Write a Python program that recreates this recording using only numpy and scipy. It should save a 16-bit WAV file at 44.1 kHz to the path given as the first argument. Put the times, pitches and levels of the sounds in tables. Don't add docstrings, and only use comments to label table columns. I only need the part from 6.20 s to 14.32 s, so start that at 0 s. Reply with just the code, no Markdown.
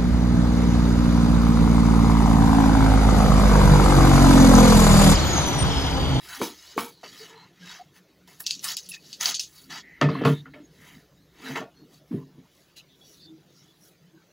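import sys
import numpy as np
from scipy import signal
from scipy.io import wavfile
from scipy.ndimage import uniform_filter1d

SR = 44100
rng = np.random.default_rng(int(sys.argv[2]) if len(sys.argv) > 2 else 0)


def invert_db(level):
    return 10 ** (np.asarray(level, dtype=float) / 20)


def digitize_waveform(pressure):
    field = np.atleast_2d(pressure).T
    bounded = np.clip(field, -1, 1)
    quanta = np.round(bounded * 32767).astype(np.int16)
    wavfile.write(sys.argv[1], SR, quanta)


N = 358091

# frequency in Hz, density in dB per Hz.
GLASS_SPECTRUM = [(880, -107.5), (1500, -10.5), (2320, -20), (2540, 3.5), (3940, 5.5), (4380, 9.5),
                  (4970, 5), (6300, 6), (7300, 1), (8200, -12), (10400, -53), (17600, -120)]
# frequency in Hz, density in dB per Hz.
HELD_SPECTRUM = [(880, -60), (1500, -8), (2300, -5), (3000, 6), (4300, 5), (5300, 0.5), (6300, 2.5),
                 (7300, -3), (8300, -16), (10400, -50), (17600, -120)]
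# frequency in Hz, width in Hz, level in dB.
GLASS_MODES = [(2750, 290, 3.5), (4250, 160, -1.5), (5650, 170, 11), (6480, 300, -6)]
# frequency in Hz, density in dB per Hz.
GRIT_SPECTRUM = [(5500, -34), (7600, -6), (8400, -5), (9000, -1), (10800, 0), (12200, -6), (13400, -9),
                 (15000, 2), (15900, 1)]
# time in seconds, share from 0 to 1.
LOOSE_SEEDS = [(0, 0), (2.0, 0), (2.06, 1), (3.44, 1), (3.48, 0), (8.2, 0)]
# start in seconds, peak in dB, pitch in Hz, rustle in dB.
POD_HITS = [(2.24, -37, 4600, -10), (2.2785, -22, 4500, -22), (2.341, -32, 4600, -20),
            (2.364, -36, 6000, -16), (2.5025, -24, 4300, -20), (2.265, -11, 5970, -25),
            (2.2693, -14, 5400, -16.5), (2.308, -9, 4700, -15), (2.331, -30, 4670, -23),
            (2.3516, -28.5, 5490, -16), (2.393, -32.5, 5860, -8.5), (2.7189, -28.5, 5400, -8.5),
            (2.9287, -27, 4600, -5.5), (3.01, -14, 6300, -12.5), (3.0568, -13, 4600, -8),
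            (3.0588, -15, 6200, -20), (3.062, -19, 5500, -20), (3.072, -19, 4400, -20),
            (3.1437, -22, 4530, -8), (3.15, -20, 6500, -12), (3.168, -26, 4500, -20),
            (2.6627, -38, 6000, -6), (3.1948, -15, 5160, -6), (3.232, -34, 6400, 1),
            (3.8131, -17, 2970, -18), (4.0498, -23.5, 2750, -7.5)]
# start in seconds, peak in dB, pitch in Hz, rustle in dB.
HUSK_HITS = [
    (2.0756, -45, 3330, -12),
    (2.2045, -47, 6800, -24),
    (2.4425, -20, 9000, -6),
    (2.5685, -14, 4900, -22),
    (2.6885, -33.5, 10600, -2.5),
    (2.7385, -51, 2580, 4),
    (6.5662, -49.5, 4200, -15),
]
# start in seconds, peak in dB, bass share in dB, struck spot in Hz, spot in dB.
CASING_BLOWS = [(3.813, -5, -9.5, 1230, -8.5), (3.888, -14.5, -7, 1110, -9.5),
                (3.951, -22.5, 4, 1110, -4.5), (4.012, -20, 3, 430, 0.5), (4.037, -16, -6, 1110, -6),
                (4.051, -3, -8, 1110, -6), (4.257, -36, 3, 1400, -2), (4.337, -34.5, -11, 2160, -6),
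                (5.297, -22.5, -1, 1040, -27), (5.357, -20.5, -38, 850, -2), (5.414, -30, -12, 643, 0.5),
                (5.912, -30, 20, 1090, -22), (6.175, -55, 2.5, 942, -11)]
# frequency in Hz, level in dB, 60 dB decay time in seconds.
CASING_MODES = [(110, -26.5, 0.44), (146.5, 8.5, 0.82), (190.5, -4, 0.43), (234.6, -13.5, 0.23),
                (266, 11, 0.2), (298, 4, 0.15), (397, -6, 0.24), (449, -1.5, 0.16), (588.4, -9, 0.17),
                (668, -10, 0.14), (910, -19.5, 0.36), (1110, -14, 0.2), (1261.6, -12, 0.155),
                (1370, -8.5, 0.13), (1753, -2.5, 0.032), (2100, -19.5, 0.041), (2536, -11.5, 0.12),
                (2970, -28, 0.059), (3300, -18, 0.086), (4380, -17.5, 0.021)]
# start in seconds, peak in dB, bass share in dB, struck spot in Hz, spot in dB.
LID_KNOCKS = [
    (0.216, -15.5, 6.5, 305, -2),
    (0.579, -12.5, 5.5, 1110, -7),
    (0.832, -37.5, 25, 577, 0),
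]
# frequency in Hz, level in dB, 60 dB decay time in seconds.
LID_MODES = [(274.4, -6.5, 0.13), (414, 6.5, 0.031), (468, -8, 0.32), (730, 6.5, 0.036), (900, 14.5, 0.027),
             (918, -12, 0.068), (1114, 3, 0.062), (1285, 5.5, 0.073), (2250, 11, 0.022), (3090, -6, 0.056),
             (4300, -26.5, 0.091)]
# frequency in Hz, density in dB per Hz.
PLASTIC_SPECTRUM = [(290, 0.5), (500, -7.5), (543, -15), (665, 1.5), (802, -3), (1140, -0.5), (1500, 1),
                    (1900, -4), (3000, -7.5), (3900, -16), (6600, -120)]

# start in seconds, fall in seconds, then plastic, seeds and grit in dB.
JOLTS = [(0.21, 0.11, -41, -29, -39), (0.572, 0.14, -36, -32, -36), (0.83, 0.072, -38.5, -43, -61),
         (2.071, 0.19, -52.5, -52.5, -60), (2.195, 0.041, -45.5, -45, -35.5), (2.259, 0.067, -74, -24, -49),
         (2.3, 0.13, -76, -34.5, -60), (2.564, 0.04, -59, -25, -65), (3.14, 0.05, -63, -23.5, -59),
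         (3.189, 0.07, -66, -31.5, -47), (3.809, 0.042, -20, -46, -54), (4.048, 0.14, -31, -41.5, -46),
         (4.256, 0.07, -52, -82, -89), (4.332, 0.12, -51, -76, -79), (5.351, 0.075, -27, -36, -54),
         (6.56, 0.051, -61, -41.5, -55)]
JOLT_FALL_DB = [30.5, 20, 22.5]
JOLT_BEND = [1.4, 1.8, 1.9]
# start in seconds, length in seconds, then plastic, seeds and grit in dB.
POURS = [
    (2.446, .11, -36.5, -27.5, -38),
    (3.014, 0.13, -29.5, -21.5, -34.5),
    (3.509, 0.11, -36.5, -34, -56),
]
POUR_SHARE = [.95, 1.02, .88]
# middle in seconds, half length in seconds, then plastic, seeds, grit in dB.
STROKES = [(.14, 0.14, -39, -36.5, -44), (0.42, 0.2, -56, -45, -60.5), (.52, .07, -56, -47, -70),
           (.9, .1, -58, -47, -66), (1.011, 0.11, -51.5, -41.5, -55), (1.13, 0.19, -49, -57, -83),
           (1.512, 0.11, -42, -38.5, -60), (1.77, 0.035, -50.5, -54.5, -62.5), (2.64, 0.079, -62, -45, -63),
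           (2.746, 0.019, -62, -31, -66), (2.432, .016, -62, -44, -46), (2.5, .035, -60, -32, -60),
           (2.903, 0.12, -63, -44, -58.5), (3.378, 0.13, -60, -49.5, -54), (3.987, 0.15, -34.5, -62, -64.5),
           (4.677, 0.14, -50, -51.5, -59.5), (5.291, 0.1, -34.5, -39.5, -51),
           (5.744, 0.054, -68.5, -55, -64), (5.947, 0.073, -57, -73.5, -65), (6.385, 0.15, -75, -60.5, -69),
           (6.914, 0.14, -78, -52, -61.5), (7.404, 0.18, -73, -60, -74.5),
           (7.657, 0.073, -79.5, -61, -58.5)]
REST_DB = [-75.5, -74.5, -81]

# peak in seconds, rise in seconds, fall in seconds, level in dB.
PUSHES = [(.05, .1, .2, -59), (.225, 0.034, 0.095, -21.5), (.58, 0.02, 0.078, -21.5),
          (.854, 0.064, 0.6, -49), (1.44, 0.12, 0.43, -63.5), (1.88, 0.14, 0.65, -61.5),
          (2.385, 0.074, 0.16, -48.5), (2.86, 0.056, 0.08, -50), (3.11, 0.23, 0.06, -45),
          (3.5, 0.11, 0.28, -47.5), (3.85, 0.024, 0.14, -18.5), (4.08, .13, 0.096, -17),
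          (4.42, .15, .1, -51.5), (4.6, 0.082, 0.19, -54), (4.78, 0.19, 0.041, -46.5),
          (5.02, 0.093, .1, -55.5), (5.28, 0.083, .1, -28.5), (5.42, 0.11, 0.042, -29),
          (5.62, 0.13, 0.33, -49.5), (5.941, 0.015, 0.115, -22), (6.19, 0.053, 0.074, -44),
          (7.1, 1, 0.75, -59.5), (8.1, 0.56, .3, -65.5)]
# frequency in Hz, density in dB per Hz.
TABLE_SPECTRUM = [(29, -49.5), (50, -50), (107, -45.5), (146, -4.5), (203, -17.5), (316, -7), (426, -31),
                  (620, -29), (700, -38.5), (910, -55.5), (1540, -120)]
# time in seconds, level in dB.
DEEP_SHARE = [(0, -28), (1.25, -45), (1.4, 2), (5.1, 9), (5.2, -5), (5.36, -22), (5.5, -3.5), (5.9, 5),
              (6.1, 4.5)]
# start in seconds, length in seconds, pitch in Hz, level in dB.
SQUEAKS = [(.3, 3.7, 178.9, -66.5), (.91, 0.052, 3300, -54), (.99, 0.085, 440, -49),
           (.99, 0.053, 4640, -58), (1.14, 0.13, 4100, -57), (7.47, 0.064, 3440, -66),
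           (1.38, 0.13, 178, -51), (1.42, 0.037, 1620, -50), (1.59, 0.041, 738, -44),
           (1.062, 0.13, 438, -54.5), (2.71, 0.1, 2550, -57), (2.713, .016, 2640, -40),
           (2.735, 0.014, 2600, -39), (2.236, .11, 2700, -47), (2.306, .018, 9300, -47),
           (3.14, .03, 9300, -46), (3.192, .048, 9300, -48), (3.15, .045, 4500, -39),
           (4.335, .09, 600, -54), (3.893, .016, 4650, -48), (4.14, 0.112, 145.7, -43),
           (4.251, 0.023, 2000, -55), (4.425, .055, 6610, -63), (6.8, 0.072, 3400, -58.5),
           (6.98, 0.15, 3580, -58.5), (7.04, 0.18, 315, -51), (7.35, 0.053, 4800, -65.5),
           (5.542, 0.12, 4300, -65), (7.92, 0.094, 319, -57), (7.92, 0.12, 1526, -69.5)]
# start in seconds, length in seconds, pitch in Hz, level in dB.
SCUFFS = [(0.56, 0.039, 399, -31.5), (5.961, 0.096, 1000, -60.5), (5.907, 0.0334, 260, -29.5),
          (1.065, .24, 927, -57), (3.592, 0.24, 1970, -52.5), (4.11, 0.12, 3700, -51),
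          (4.371, 0.091, 305, -48.5), (4.563, 0.23, 2040, -58), (.2, .03, 420, -33), (2.44, .05, 1100, -45),
          (2.715, .07, 1850, -54), (.06, .14, 1500, -47), (3.9, .12, 4100, -52), (.71, .12, 4200, -63),
          (6.82, .16, 5700, -60), (7.33, .14, 5500, -64), (7.6, .1, 5700, -63), (5.362, .03, 1000, -33),
          (5.255, .04, 1700, -42), (5.235, .07, 3900, -48), (2.63, .04, 10000, -61),
          (2.688, .03, 10800, -42), (5.386, .13, 663, -51.5), (5.587, 0.081, 305, -53),
          (6.549, 0.078, 2750, -55.5), (6.678, 0.095, 3510, -63), (6.993, .09, 4530, -54.5),
          (7.82, 0.09, 159, -57)]
# time in seconds, level in dB.
RUMBLE_LEVEL = [(0.0, -63.5), (1.04, -81), (4.34, -67.5), (8.12, -82)]
# frequency in Hz, density in dB per Hz.
ROOM_SPECTRUM = [(12, -72.5), (20, -30.5), (43, -31), (172, 8.5), (240, -25.5), (309, 1), (920, -14),
                 (2450, -18), (3930, -16), (6690, -21.5), (8360, -33), (13400, -27), (15900, -25.5)]
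# start in seconds, length in seconds, lowest Hz, share in dB.
UNLIKE_HISS = [
    (2.187, 0.15, 8950, -11),
    (2.273, 0.0092, 7100, -20),
    (2.296, 0.028, 5200, -19),
    (2.411, 0.044, 5030, -4),
    (2.559, 0.012, 4600, -6),
    (2.678, 0.075, 9100, -18),
    (3.134, 0.019, 4300, -7),
    (3.184, 0.013, 7050, -10),
]


def evened(x):
    return x / np.sqrt(np.mean(x ** 2) + 1e-20)


def read(points, hz):
    f, value = np.transpose(points)
    return np.interp(np.log(hz + 1), np.log(f + 1), value)


def follow(rows, column):
    rows = np.array(rows)
    return np.interp(np.arange(N) / SR, rows[:, 0], rows[:, column])


def add(mix, s, sound):
    part = mix[round(s * SR):][:len(sound)]
    part += sound[:len(part)]


def filtered(x, order, hz, kind="low"):
    return signal.sosfilt(signal.butter(order, hz, kind, fs=SR, output="sos"), x)


def resonate(x, hz, width):
    r = np.exp(-np.pi * abs(width) / SR)
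    return 2 * signal.lfilter([1 - r], [1, -r * np.exp(2j * np.pi * hz / SR)], x).real


def coloured(x, spectrum, patchy_db, size=(3, 16)):
    hz, t, z = signal.stft(x, SR, nperseg=512, noverlap=384)
    patches = rng.standard_normal(z.T.shape).T
    patches = uniform_filter1d(patches, size=size[0], axis=0)
    patches = evened(uniform_filter1d(patches, size=size[1], axis=1))
    z = z * invert_db(read(spectrum, hz)[:, None] + patchy_db * patches)
    return evened(signal.istft(z, SR, nperseg=512, noverlap=384)[1][:len(x)])


def grains(per_s, spread_db, tail_s, tail_db):
    size = invert_db(spread_db * np.minimum(rng.exponential(1, N), 5)) * rng.choice([-1, 1], N)
    clicks = size * (rng.random(N) < per_s / SR)
    t = np.arange(2000) / SR
    tail = rng.standard_normal(2000) * invert_db(-60 * t / tail_s)
    tail = tail / np.linalg.norm(tail)
    return clicks + invert_db(tail_db) * signal.oaconvolve(clicks, tail)[:N]


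def bumps(s, rise, fall, db, edge_db, bend, rest_db):
    t = np.arange(0, N + 32, 32)[:, None] / SR
    away = np.where(t < s, (s - t) / np.abs(rise), (t - s) / np.abs(fall))
    power = np.where(t < s, min(bend, 1.5), bend)
    level = invert_db(db - edge_db * away ** power).sum(1) + invert_db(rest_db)
    return np.interp(np.arange(N) / SR, t[:, 0], level)


def contact(layer):
    edge_db, jolt_rise_s, pour_rise_s = 15.5, 0.0088, 0.012
    s, fall, *db = np.transpose(JOLTS)
    hard = bumps(s + jolt_rise_s, jolt_rise_s, fall, db[layer], JOLT_FALL_DB[layer], JOLT_BEND[layer],
                 REST_DB[layer])
    s, length, *db = np.transpose(POURS)
    pour = bumps(s, pour_rise_s, length * POUR_SHARE[layer], db[layer], edge_db, 6.6, -np.inf)
    s, half, *db = np.transpose(STROKES)
    stroke = bumps(s, half, half, db[layer], edge_db, 1.99, -np.inf)
    return np.array([hard, pour + stroke])


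def slide():
    ticks = grains(3000, 2.8, 0.029, 10.0)
    free = coloured(ticks, GLASS_SPECTRUM, 3.5, size=(9, 10))
    ring = evened(sum(invert_db(db) * evened(resonate(ticks, hz, width)) for hz, width, db in GLASS_MODES))
    loose = follow(LOOSE_SEEDS, column=1)
    body = loose * free + (1 - loose) * coloured(ticks, HELD_SPECTRUM, 4.5)
    grit = contact(layer=2).sum(0) * coloured(ticks, GRIT_SPECTRUM, 2.2)
    return invert_db(-7.5) * contact(layer=1).sum(0) * evened(body + 0.14 * ring) + grit


def pods():
    crack_s, rustle_t60 = 0.0008, 0.13
    out, t = np.zeros(N), np.arange(5000) / SR
    crack_shape = (t / crack_s * np.exp(1 - t / crack_s)) ** 3 * 0.8
    for hits, top_db in [(POD_HITS, -40), (HUSK_HITS, 6)]:
        for s, db, hz, rustle_db in hits:
            noise = rng.standard_normal(len(t))
            top = invert_db(top_db) * coloured(noise, GRIT_SPECTRUM, 0.79)
            rustle = coloured(noise, GLASS_SPECTRUM, 2.2) + 0.89 * evened(resonate(noise, hz, 500)) + top
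            crack = (np.sin(2 * np.pi * hz * t) + 0.55 * evened(rustle)) * crack_shape
            fade = invert_db(rustle_db - 8.5 - 60 * t / rustle_t60) * np.minimum(t / 0.0018, 1)
            add(out, s, invert_db(db) * (crack + fade * rustle))
    return filtered(out, 4, 2000, "high")


def knocks(events, modes, split_hz, bass_rise_s, rattle, rattle_t60, thud, hold):
    out, t = np.zeros(N), np.arange(11000) / SR
    gaps, harder = np.diff(np.array(events)[:, :2], axis=0, append=np.inf).T
    gaps[harder < 0] = np.inf
    push = thud * np.sin(2 * np.pi * 1000 * t) * np.exp(-((t - 0.0012) / 0.0006) ** 2)
    for (s, peak_db, bass_db, spot_hz, spot_db), gap in zip(events, gaps):
        drive = rattle * rng.standard_normal(len(t)) * invert_db(-60 * t / rattle_t60)
        drive[0] = 1
        ring = 0
        for (hz, db, t60), own_db in zip(modes, 2.16 * rng.standard_normal(len(modes))):
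            rise = 1 - np.exp(-t / (bass_rise_s * (150 / hz) ** 2))
            own_hz = hz * (1 + 0.006 * own_db * (hz > split_hz))
            mode = resonate(drive, own_hz, 2.2 / t60) * t60 * SR / (4.4 * np.pi)
            ring = ring + invert_db(db + own_db + bass_db * (hz < split_hz)) * rise * mode
        spot = resonate(resonate(rng.standard_normal(len(t)), spot_hz, 250), spot_hz, 250)
        spot = invert_db(spot_db - 60 * t / 0.11) * evened(spot)
        sound = ring / abs(ring).max() + push + spot
        late = np.maximum(t - min(hold, gap - 0.01), 0)
        gate = invert_db(-np.minimum(late * 600, 22) - 341 * late)
        add(out, s - 0.001, invert_db(peak_db - 4.5) * sound * gate * np.minimum(t / 0.0014, 1))
    return filtered(out, 4, 5000)


def rub():
    body = coloured(grains(1500, 1.7, 0.048, 1.1), PLASTIC_SPECTRUM, 2.54)
    hard, light = contact(layer=0)
    thin = filtered(body, 2, 920, "high")
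    return invert_db(-4.0) * (hard * body + light * thin)


def hum():
    push = rng.standard_normal(N)
    modes = sum(invert_db(db / 2) * evened(resonate(resonate(push, hz, 8.6), hz, 50))
                for hz, db, t60 in CASING_MODES[:8])
    body = evened(evened(modes) + 1.74 * coloured(push, TABLE_SPECTRUM, 2.0))
    deep = signal.sosfiltfilt(signal.butter(4, 200, fs=SR, output="sos"), body)
    weight = bumps(*np.transpose(PUSHES), edge_db=23.5, bend=1, rest_db=-72.5)
    return invert_db(-6.0) * weight * (body - deep + invert_db(follow(DEEP_SHARE, column=1)) * deep)


def squeaks():
    out = np.zeros(N)
    for events, wide in [(SQUEAKS, 2.4), (SCUFFS, 7.5)]:
        for s, length, hz, db in events:
            width = wide * np.sqrt(hz) * min(hz / 1500, 1) ** 0.5
            samples = round(length * SR)
            noise = rng.standard_normal(samples + 4000)
            tone = resonate(resonate(noise, hz, width), hz, width)[2000:][:samples]
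            add(out, s, invert_db(db) * evened(tone) * signal.windows.tukey(len(tone), 0.6))
    return out


def rumble():
    low = resonate(resonate(rng.standard_normal(N), 62, 44), 62, 44)
    return invert_db(follow(RUMBLE_LEVEL, column=1)) * evened(low)


def room_floor():
    hz, t, z = signal.stft(rng.standard_normal(N), SR, nperseg=2048)
    noise = signal.istft(z * invert_db(read(ROOM_SPECTRUM, hz))[:, None], SR, nperseg=2048)[1][:N]
    return invert_db(-61.5) * coloured(noise, [(20, 0), (20000, 0)], 4.0)


def scene():
    lid = knocks(LID_KNOCKS, LID_MODES, split_hz=600, bass_rise_s=0.015, rattle=0.032, rattle_t60=0.29,
                 thud=2.1, hold=0.13)
    casing = knocks(CASING_BLOWS, CASING_MODES, split_hz=350, bass_rise_s=0.013, rattle=0.046, rattle_t60=0.2,
                    thud=0.13, hold=0.086)
    near = slide() + pods() + lid + casing + rub() + hum() + squeaks()
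    mono = filtered(near, 4, 95, "high") + rumble() + room_floor()
    return np.array([mono, mono])


def top_cut(x):
    return signal.sosfilt(signal.butter(12, 16950, fs=SR, output="sos"), x)


def record(dry):
    ceiling, side = 1.2, np.zeros(N)
    signs = rng.choice([-1, 1], size=N // 20 + 1).repeat(20)[:N]
    unlike = dry[0] * signs
    for s, length, hz, db in UNLIKE_HISS:
        treble = filtered(unlike, 6, hz, "high")
        part = treble[round(s * SR):][:round(length * SR)]
        add(side, s, invert_db(db) * part * np.hanning(len(part)))
    pair = ceiling * np.tanh(dry / ceiling) + np.array([side, -side])
    low_pass = signal.firwin(511, 15850, window=("kaiser", 9), fs=SR)
    finished = signal.oaconvolve(pair, low_pass[None], "same")
    return top_cut(finished)


dry = scene()
out = record(dry)
digitize_waveform(out)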